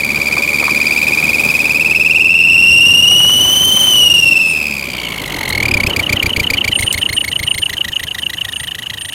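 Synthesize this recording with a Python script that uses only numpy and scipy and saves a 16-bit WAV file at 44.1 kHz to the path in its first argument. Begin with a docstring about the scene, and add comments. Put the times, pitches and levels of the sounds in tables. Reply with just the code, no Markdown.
"""Two pea-less whistles in a drink can, clamped over a moving four-cylinder car's tailpipe, are heard from close by.
Exhaust puffs blow them: they warble, merge into a rising shriek as the engine speeds up, then break into idle chirps.
The whistles are swept sine tones with overtones, and filtered noise hisses at their mouths.
Underneath: noise for tyres, air, wind and a rubbing brake, sines for hum, whine and thin squeals,
low thumps from the idling exhaust, and short noise bursts for ticks, knocks and gusts."""
import sys
import numpy as np
from scipy import signal
from scipy.fft import rfft, irfft, next_fast_len
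from scipy.io import wavfile

SR = 44100
rng = np.random.default_rng(int(sys.argv[2]) if len(sys.argv) > 2 else 0)


def materialize(psi):
    """Save the field psi as 16-bit PCM at rate SR to the path in sys.argv[1].

    A 1-D psi becomes a single channel; in a 2-D psi each row is a channel.
    """
    bounded = np.clip(np.atleast_2d(psi).T, -1, 1)
    quanta = np.round(bounded * 32767).astype(np.int16)
    wavfile.write(sys.argv[1], SR, quanta)


N = 403062
TIME = np.arange(N) / SR

# Engine speed: time_s, firings_per_s
FIRING = [(0.0, 71.421), (1.762, 78.096), (2.525, 84.857), (3.158, 95.945), (3.981, 105.992),
          (4.523, 79.367), (5.269, 48.342), (5.614, 38.202), (5.803, 31.455), (6.544, 28.406),
          (6.864, 26.452), (7.504, 26.556), (9.14, 26.569)]
# Cylinders in firing order: puff_weakness (scaled by the unevenness), puff_length (ratio)
CYLINDERS = [(.03, 1.05), (.34, 1.02), (.45, .97), (0.0094, .85)]
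# Pulsing of the flow: time_s, dip_between_puffs_db (at zero flow), pitch_swing_hz (per unit of flow),
# puff_half_width_firings (before each cylinder's ratio), cylinder_unevenness (factor), cycle_swell (flow)
PULSING = [(0, 38.5, 263, 0.39, 0.71, 0.1), (2.15, 34, 298.5, 0.45, 0.67, 0.14),
           (2.58, 6.5, 164, 0.39, 0.45, 0.056), (3.05, 1.5, 104, 0.48, 0.34, 0.085),
           (4.38, 2, 85, 0.52, 0.34, 0.072), (4.66, 22.5, 380, 0.29, .27, 0.0029),
           (5.86, 51.5, 643.5, 0.2, .13, 0.0098), (5.9, 54, 821.6, .22, 1.45, 0.023),
           (8, 50.5, 620, .195, 1.35, 0.00654), (9.14, 43, 501, 0.19, 0.74, 0.0052)]
# Tyres, air and jets, before each layer's trim: time_s, rumble_db, rush_db, hiss_db
AIR = [(0, -25.5, -29.5, -35.5), (1.5, -24.5, -27.5, -32), (2.4, -30, -36, -40), (3, -27, -32, -37),
       (3.8, -26, -25, -32.5), (4.3, -28.5, -34.5, -36), (5, -31, -31, -40), (5.7, -23, -26.5, -36),
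       (6.5, -26, -29, -36.5), (7.3, -35, -36, -39.5), (9.14, -44, -39, -43.5)]
# Wind on the microphone: time_s, level_db
WIND_LEVEL = [(0, -64), (2.1, -50), (2.6, -32), (3.3, -30), (4.3, -35.5), (4.45, -59), (5.25, -45),
              (5.6, -36.5), (9.14, -41.5)]
# Thump of the strong puffs at idle, before puff strength: time_s, level_db
THUMP = [(5.25, -55), (5.55, -18), (5.8, -14), (6.9, -15), (7.7, -25), (9.14, -32.5)]
# Exhaust hum, before the pipe colours it: time_s, level_db
HUM = [(0, -36), (3, -36.5), (3.9, -47), (4.5, -37), (5.5, -38), (6.2, -48), (9.14, -56)]
# The pipe's response to the hum: frequency_hz, gain_db
PIPE = [(25, -31), (45, -1), (88, -2), (115, -4), (150, -1.5), (180, -0.5), (225, 1), (245, -16),
        (320, -22)]
# Drivetrain whine, sinking as the engine slows: time_s, pitch_hz, level_db
WHINE = [(0, 1100, -80), (4.9, 1100, -60), (5.2, 1000, -44), (5.45, 880, -41), (5.7, 780, -38),
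         (5.9, 740, -55), (9.14, 740, -80)]
# Rubbing brake: time_s, level_db
RUB = [(0, -75), (4.8, -60), (5.25, -45), (7, -42), (8, -42), (9.14, -44)]
# Brake disc resonances: centre_hz, width_hz, relative_level_db
DISC = [(6580, 130, -1), (8580, 75, -7), (10300, 80, 0), (11300, 50, -9), (12400, 90, -6), (13060, 100, -5)]
# Brake squeals: peak_s, level_db, swell_s, fade_s
SQUEALS = [(4.5, -25.5, 0.025, 0.03), (6.76, -21.5, 0.018, .17), (7.151, -26, 0.021, 0.061),
           (7.58, -26.5, .2, 0.093), (8.02, -38.5, 0.051, 0.059), (8.2, -37.5, 0.021, 0.13),
           (8.62, -28.5, 0.076, 0.032), (9.01, -29.5, 0.017, .12)]
# Ticks on metal, from grit and the whistles' rings: start_s, level_db
TICKS = [(.28, -23), (5.49, -16), (6.465, -30), (6.808, -15.5), (6.927, -9)]
# Dull knocks under the car: start_s, level_db
KNOCKS = [(.37, -20), (.626, -15), (.68, -14)]
# Rough gusts at full speed: start_s, level_db
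GUSTS = [(3.112, -21), (3.202, -18), (3.246, -19.5), (3.295, -19), (3.452, -20), (3.768, -20), (3.868, -21),
         (3.935, -23.5)]

# Noise colours, scaled to unit power in use: frequency_hz, relative_density_db
RUMBLE = [(25, -34), (55, -28), (100, -4.5), (150, -0.5), (250, 1.5), (330, 0.5), (420, -3), (530, -5),
          (585, -0.5), (640, -13.5), (1000, -12.5), (2000, -42)]  # tyre rumble
RUSH = [(300, -35), (650, 3), (800, 4.5), (1020, 4.5), (1300, 1.5), (1700, -1.5), (2600, 0.5),
        (5000, -16.5)]  # tyre and air rush, also the gusts
HISS = [(800, -3.5), (1800, 4.5), (3500, 16), (5000, 10), (6700, 10), (7600, 10.5), (10500, 10), (11600, 8),
        (12300, 13.5), (13200, 9), (16000, 2.5)]  # whistle jets
WIND = [(20, -32), (40, -12), (65, 9), (110, 9.5), (180, 5), (400, -53)]  # wind on the microphone
TICK_COLOUR = [(2000, 0), (5000, -8), (8500, 1), (12000, -3), (16000, -9)]  # metal ticks
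KNOCK_COLOUR = [(400, -10), (850, -10), (1050, -2), (1300, -10), (1700, -15), (2500, -28)]  # underbody knocks

# Main whistle's blowing: time_s, mean_pitch_hz, level_db, overtone_db (from the fundamental, before a trim)
WHISTLE = [(0, 2360, -16, -8), (0.8, 2395, -13, -7.5), (1.7, 2479, -12.5, -10.5), (2.3, 2668, -8, -15.5),
           (2.8, 2777, -4.5, -9.5), (3.66, 3075, -11, 0), (3.87, 3052, -10, -2), (4, 2930, -6.5, -4.5),
           (4.36, 2683, -8.5, -10.5), (4.52, 2610, -13.5, -9.5), (4.93, 2323, -25.5, -1.5),
           (5.27, 2079, -28, -2), (5.52, 2100, -19.5, -1.5), (5.73, 2400, -13.5, -6.5),
           (5.9, 2330, -18.5, -2.5), (6.63, 2307, -19.5, -4), (6.88, 2081, -24.5, -0.5),
           (7.5, 2112, -26.5, -1.5), (7.74, 1935, -28.5, 0.5), (9.14, 1885, -34, 3)]
# Whistle overtones: pitch_multiple, level_db (against the overtone level)
OVERTONES = [(2, 0), (3, -3.5), (4, -7), (5, -11)]
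# Spells when the whistle may choke: start_s, end_s, chance_per_weak_puff, depth_db (before cycle levelling)
CHOKING = [(2.5, 3.1, .3, 10.5), (3.6, 3.7, .25, 49), (4.07, 4.42, .35, 19.5)]
# Second whistle, speaking on the gentle flanks of the puffs: time_s, level_db
FLANKS = [(0, -70), (4.78, -42), (4.98, -27.5), (5.4, -31), (7, -28), (9.14, -28.5)]
# Chirps of the two weak cylinders: crest_firings (after cycle start), relative_level_db, lead_in_s, run_out_s
CHIRPING = [(1.249, -1.5, 0.013, 0.005), (2.111, 0.5, 0.0074, 0.0039)]
# Chirp level, before a trim and each chirp's own offset: time_s, level_db
CHIRP_LEVEL = [(4.8, -48), (5.05, -14), (5.35, -45), (5.85, -43), (5.92, -8), (6.2, -7), (6.7, -2.5),
               (7.5, -3.5), (8.45, -10.5), (9.14, -21)]

ARCH_HZ_PER_SWELL = 400  # the pitch also arches with each engine cycle's swell
UNDERBODY_DB, UNDERBODY_DELAY_S, UNDERBODY_DECAY_S = -16.5, 0.0017, 0.0043
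CUTOFF_HZ = 15800


def from_db(db):
    """Decibels to gain."""
    return 10 ** (np.asarray(db) / 20)


def rms_one(x):
    """Scale to unit power."""
    return x / np.sqrt(np.mean(np.abs(x) ** 2) + 1e-20)


def in_time(rows):
    """Draw one automation curve per column, at every sample."""
    times, *columns = np.transpose(rows)
    return [np.interp(TIME, times, column) for column in columns]


def shaped(gain_at):
    """Unit noise whose amplitude spectrum is a function of frequency."""
    size = next_fast_len(N)
    hz = np.maximum(np.fft.rfftfreq(size, 1 / SR), 1)
    spectrum = rfft(rng.standard_normal(size)) * gain_at(hz)
    return rms_one(irfft(spectrum, size)[:N])


def noise(colour):
    """Unit noise coloured by points on a log frequency axis."""
    points_hz, db = np.transpose(colour)
    return shaped(lambda hz: from_db(np.interp(np.log(hz), np.log(points_hz), db, left=-80, right=-80)))


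def drift(rate_hz):
    """Random wander of spread 1, up to about this rate."""
    return shaped(lambda hz: 1 / (1 + (hz / rate_hz) ** 2))


def resonance(centre_hz, width_hz):
    """Unit noise ringing in one narrow resonance."""
    return shaped(lambda hz: 1 / (1 + ((hz - centre_hz) / width_hz) ** 2))


def angle(hz):
    """Running phase of a pitch curve."""
    return 2 * np.pi * np.cumsum(hz) / SR


def lagging(x, lag_s):
    """Follow a control with a short smoothing lag."""
    keep = np.exp(-1 / (lag_s * SR))
    return signal.lfilter([1 - keep], [1, -keep], x)


def cycle_mean(x, firings):
    """Mean of x over the four firings around each moment."""
    total = np.cumsum(x)
    first, last = (np.clip(np.searchsorted(firings, firings + k), 0, N - 1) for k in (-2, 2))
    return (total[last] - total[first]) / (last - first)


def throb(gain, firings):
    """Keep the pulsing of a gain but level each engine cycle to unit power."""
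    return gain / np.sqrt(cycle_mean(gain ** 2, firings) + 1e-12)


def cycle_times(firings, place):
    """The moments when each engine cycle reaches a place, counted in firings."""
    return np.interp(np.arange(place, firings[-1], len(CYLINDERS)), firings, TIME)


def road(rumble_gain_db=-2.5, rush_gain_db=-3.0, gust_db=2.0):
    """Tyres on asphalt and air under the car: two wavering bands of noise."""
    rumble_db, rush_db, _ = in_time(AIR)
    rumble = from_db(rumble_db + rumble_gain_db + gust_db * drift(58)) * noise(RUMBLE)
    rush = from_db(rush_db + rush_gain_db + gust_db * drift(49)) * noise(RUSH)
    return rumble + rush


def buffeting(firings, rate, strength, delay_s=0.01143, thump_hz=88, length_s=0.0077):
    """Wind on the microphone; each strong slow puff reaches it a moment later as a low thump."""
    (wind_db,), (thump_db,) = in_time(WIND_LEVEL), in_time(THUMP)
    wind = from_db(wind_db + 1.06 * drift(36)) * noise(WIND)
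    t = firings % 1 / rate - delay_s
    body = np.cos(2 * np.pi * thump_hz * t) + 0.44 * drift(260)
    thump = np.exp(-(t / length_s) ** 2) * body
    return wind + from_db(thump_db) * strength ** 2 * thump


def hits(rows, colour, decay_s):
    """Short bursts of coloured noise with an instant attack and a fast exponential decay."""
    blows = np.zeros(N)
    for start_s, level_db in rows:
        blows[int(start_s * SR)] = from_db(level_db)
    envelope = signal.lfilter([1], [1, -np.exp(-1 / (decay_s * SR))], blows + 1e-18)
    return envelope * noise(colour)


def brake(squeal_hz=9000, waver_hz=38):
    """The pad rubs the disc's modes as noise; a separate locked tone swells and fades as squeals."""
    rub_db, = in_time(RUB)
    rub = rms_one(sum(from_db(db + 2.5 * drift(8)) * resonance(hz, width) for hz, width, db in DISC))
    locked = np.zeros(N)
    for peak_s, level_db, swell_s, fade_s in SQUEALS:
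        distance = np.maximum((peak_s - TIME) / swell_s, (TIME - peak_s) / fade_s)
        locked += from_db(level_db) * np.exp(-np.minimum(distance, 20))
    tone = np.sin(angle(squeal_hz + waver_hz * drift(79.0)))
    squeal = locked * from_db(2 * drift(68)) * tone
    return from_db(rub_db) * rub + np.sqrt(2) * squeal


def whine(waver_hz=22):
    """An unsteady sine from the drivetrain."""
    hz, db = in_time(WHINE)
    level = np.sqrt(2) * from_db(db + 4.9 * drift(27.4))
    return level * np.sin(angle(hz + waver_hz * drift(53)))


def exhaust_hum(firings, rate, waver_db=1.5):
    """The three lowest multiples of the firing rate, coloured by the pipe."""
    hum_db, = in_time(HUM)
    pipe_hz, pipe_db = np.transpose(PIPE)
    hum = np.zeros(N)
    for k in (1, 2, 3):
        response_db = np.interp(np.log(k * rate), np.log(pipe_hz), pipe_db)
        level = from_db(hum_db + response_db + waver_db * drift(25))
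        hum += level * np.sin(2 * np.pi * k * firings)
    return np.sqrt(2) * hum


def exhaust_flow(firings, width, uneven, swell, scatter=0.0299, front=3.9, tail=1.0):
    """Overlapping puffs, one per firing; returns the flow and the strength of the latest puff."""
    weakness, length = np.transpose(CYLINDERS)
    latest = np.floor(firings).astype(int)
    chance = rng.standard_normal(latest[-1] + 2)

    def strength(k):
        """Peak flow of puff k, with its cylinder's weakness and a little chance."""
        return 1 - uneven * weakness[k % len(CYLINDERS)] + scatter * chance[k]

    def span(k):
        """Half-width of puff k in firings."""
        return width * length[k % len(CYLINDERS)]

    dying = strength(latest) * np.exp(-((firings - latest) / (tail * span(latest))) ** 2)
    # a puff has a steep front
    coming = strength(latest + 1) * np.exp(-((latest + 1 - firings) / span(latest + 1)) ** front)
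    cycle_swell = swell * np.cos(2 * np.pi * (firings - .15) / len(CYLINDERS))
    return dying + coming + cycle_swell, strength(latest)


def jet_hiss(flow, firings, dip_db, spit_db=2.5, gain_db=6.0):
    """Turbulence at the whistle mouths: noise in spurts that follow the flow."""
    hiss_db = in_time(AIR)[2]
    depth_db = 5 + dip_db * np.interp(TIME, [4, 5.5], [.07, .42])
    # slow puffs leave quiet gaps, fast ones run together
    spurts = from_db(depth_db * np.sqrt(np.clip(flow, 0, 1)) + spit_db * drift(210))
    return from_db(hiss_db + gain_db) * throb(spurts, firings) * noise(HISS)


def saturate(height):
    """A whistle's oscillation cannot grow beyond a ceiling."""
    return height / (1 + (height / .8) ** 6) ** (1 / 6)


def second_whistle(flow, firings, best_flow=0.43, reach=0.12, overblown=0.38,
                   rest_hz=2680, rise_hz=650, jitter_hz=110, fitful_db=3.5):
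    """It speaks fitfully in a gentle flow and is mostly choked at the crest of a puff."""
    level_db, = in_time(FLANKS)
    gentle = np.exp(-((flow - best_flow) / reach) ** 2) * np.tanh(flow / .1)
    speaks = gentle + overblown * np.maximum(flow, 0) ** 2
    gain = throb(speaks * from_db(fitful_db * drift(40.9) + 2 * drift(185)), firings)
    hz = rest_hz + rise_hz * flow + jitter_hz * (0.43 + flow) * drift(613)
    return np.sqrt(2) * from_db(level_db) * gain * np.sin(angle(hz))


def chirp_events(firings, scatter_db=1.95, scatter_s=.0007, lead_spread=0.071):
    """One chirp per weak puff, each a little different: crest_s, level_db, lead_in_s, run_out_s."""
    rows = []
    for place, offset_db, lead_s, run_out_s in CHIRPING:
        times = cycle_times(firings, place)
        times = times[times > CHIRP_LEVEL[0][0]]
        for s, (late, loud, long) in zip(times, rng.standard_normal((len(times), 3))):
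            level_db = np.interp(s, *np.transpose(CHIRP_LEVEL)) + offset_db + scatter_db * loud
            rows.append((s + scatter_s * late, level_db, lead_s * np.exp(lead_spread * long), run_out_s))
    return rows


def chirps(firings, top_hz=3080, fall_hz=340, lead_share=0.24, edge_s=0.00033,
           ring_share=0.031, ring_s=0.0081, gain_db=0.5):
    """A weak puff lets the second whistle sound fully; its pitch sags as the puff dies."""
    out, wobble_hz, flutter = np.zeros(N), 45 * drift(250), from_db(1.5 * drift(200))
    for crest_s, level_db, lead_s, run_out_s in chirp_events(firings):
        near = slice(int((crest_s - .03) * SR), int((crest_s + .05) * SR))
        t = TIME[near] - crest_s
        opens = (1 + np.tanh((t + lead_s) / edge_s)) / 2
        closes = (1 + np.tanh((run_out_s - t) / edge_s)) / 2
        crest = np.exp(-(t / (.7 * run_out_s)) ** 2)
        blown = closes * (lead_share + (1 - lead_share) * crest)
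        ring = (1 - closes) * ring_share * np.exp(-np.abs(t - run_out_s) / ring_s)
        sag_hz = fall_hz * np.exp(-((t - run_out_s) / 0.0049) ** 2) + 150 * (1 - closes)
        height = from_db(level_db + gain_db) * opens * (blown + ring) * flutter[near]
        out[near] += saturate(height) * np.sin(angle(top_hz - sag_hz + wobble_hz[near]))
    return out


def chokes(firings, length_s=.004):
    """Level lost, in dB, when the whistle stalls at random around the two weak puffs."""
    times = np.concatenate([cycle_times(firings, place) for place in (1.3, 2.3)])
    luck, lost_db = rng.random(len(times)), np.zeros(N)
    for start_s, end_s, chance, depth_db in CHOKING:
        for s in times[(times > start_s) & (times < end_s) & (luck < chance)]:
            lost_db += depth_db * np.exp(-np.minimum(((TIME - s) / length_s) ** 2, 20))
    return lost_db


def main_whistle(flow, firings, dip_db, swing_hz, swell, slope_db=7.0, soft_db=9.0, rough=0.35):
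    """Pitch and level follow the flow; turbulence shakes both, with more pitch jitter when blown softly."""
    mean_hz, level_db, overtone_db = in_time(WHISTLE)
    soft = np.clip((3000 - mean_hz) / 1000, 0, 1)

    speaks_db = slope_db * flow - dip_db * np.maximum(1 - flow, 0) ** 2.2
    flutter_db = (.9 + .9 * soft) * drift(130) + 1.5 * (1 - soft) * drift(30)
    gain = throb(from_db(speaks_db - chokes(firings) + flutter_db), firings)

    push = lagging(flow, lag_s=.0011)  # the pitch trails the puff, so each note sweeps upward
    bend = push - cycle_mean(push * gain ** 2, firings)
    cycle_wave = np.cos(2 * np.pi * (firings - .3) / len(CYLINDERS))
    arch_hz = ARCH_HZ_PER_SWELL * swell * (cycle_wave + .5 * drift(25))
    arch_hz = arch_hz - cycle_mean(arch_hz * gain ** 2, firings)
    jitter_hz = (21 + 26 * soft) * drift(170)
    phase = angle(mean_hz + swing_hz * bend + arch_hz + jitter_hz)

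    overtones = np.zeros(N)
    for k, db in OVERTONES:
        # soft blowing thins the upper overtones and roughens them all
        level = from_db(db - soft_db * soft * (k - 2.5) + 2.73 * drift(114))
        overtones += level * np.sin(round(k) * phase + rough * (1 / 2 + soft) * drift(180))
    edge = throb(gain ** (3 / 4), firings)  # the overtones outlast the fundamental on a puff's flanks
    height = np.sqrt(2) * from_db(level_db)
    fundamental = saturate(height * gain) * np.sin(phase)
    return fundamental + height * edge * from_db(overtone_db - 10.5) * overtones


def underbody(x):
    """A short tail of dense reflections between the road and the underbody."""
    t = TIME[:SR // 20]
    tail = rng.standard_normal(len(t)) * np.exp(-t / UNDERBODY_DECAY_S) * (t > UNDERBODY_DELAY_S)
    tail = rms_one(tail) / np.sqrt(len(t))
    return from_db(UNDERBODY_DB) * signal.fftconvolve(x, tail)[:N]


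def scene():
    """One engine drives the whistles, hiss, hum and thumps; the mono mix fills both channels."""
    rate, = in_time(FIRING)
    firings = .3 + np.cumsum(rate) / SR
    dip_db, swing_hz, width, uneven, swell = in_time(PULSING)
    flow, strength = exhaust_flow(firings, width, uneven, swell)

    car = road() + buffeting(firings, rate, strength) + brake() + whine() + exhaust_hum(firings, rate)
    rattles = hits(TICKS, TICK_COLOUR, decay_s=0.0048) + hits(KNOCKS, KNOCK_COLOUR, decay_s=0.0099)
    gusts = hits(GUSTS, RUSH, decay_s=0.007)
    can = jet_hiss(flow, firings, dip_db) + second_whistle(flow, firings) + chirps(firings)
    can = can + main_whistle(flow, firings, dip_db, swing_hz, swell)
    return np.tile(can + underbody(can) + car + rattles + gusts, (2, 1))


def record(dry):
    """The highest peaks are rounded off and the top is cut."""
    rounded = dry / (1 + dry ** 12) ** (1 / 12)
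    low_pass = signal.ellip(12, .1, 80, CUTOFF_HZ, fs=SR, output="sos")
    return signal.sosfilt(low_pass, rounded)


dry = scene()
out = record(dry)
materialize(out)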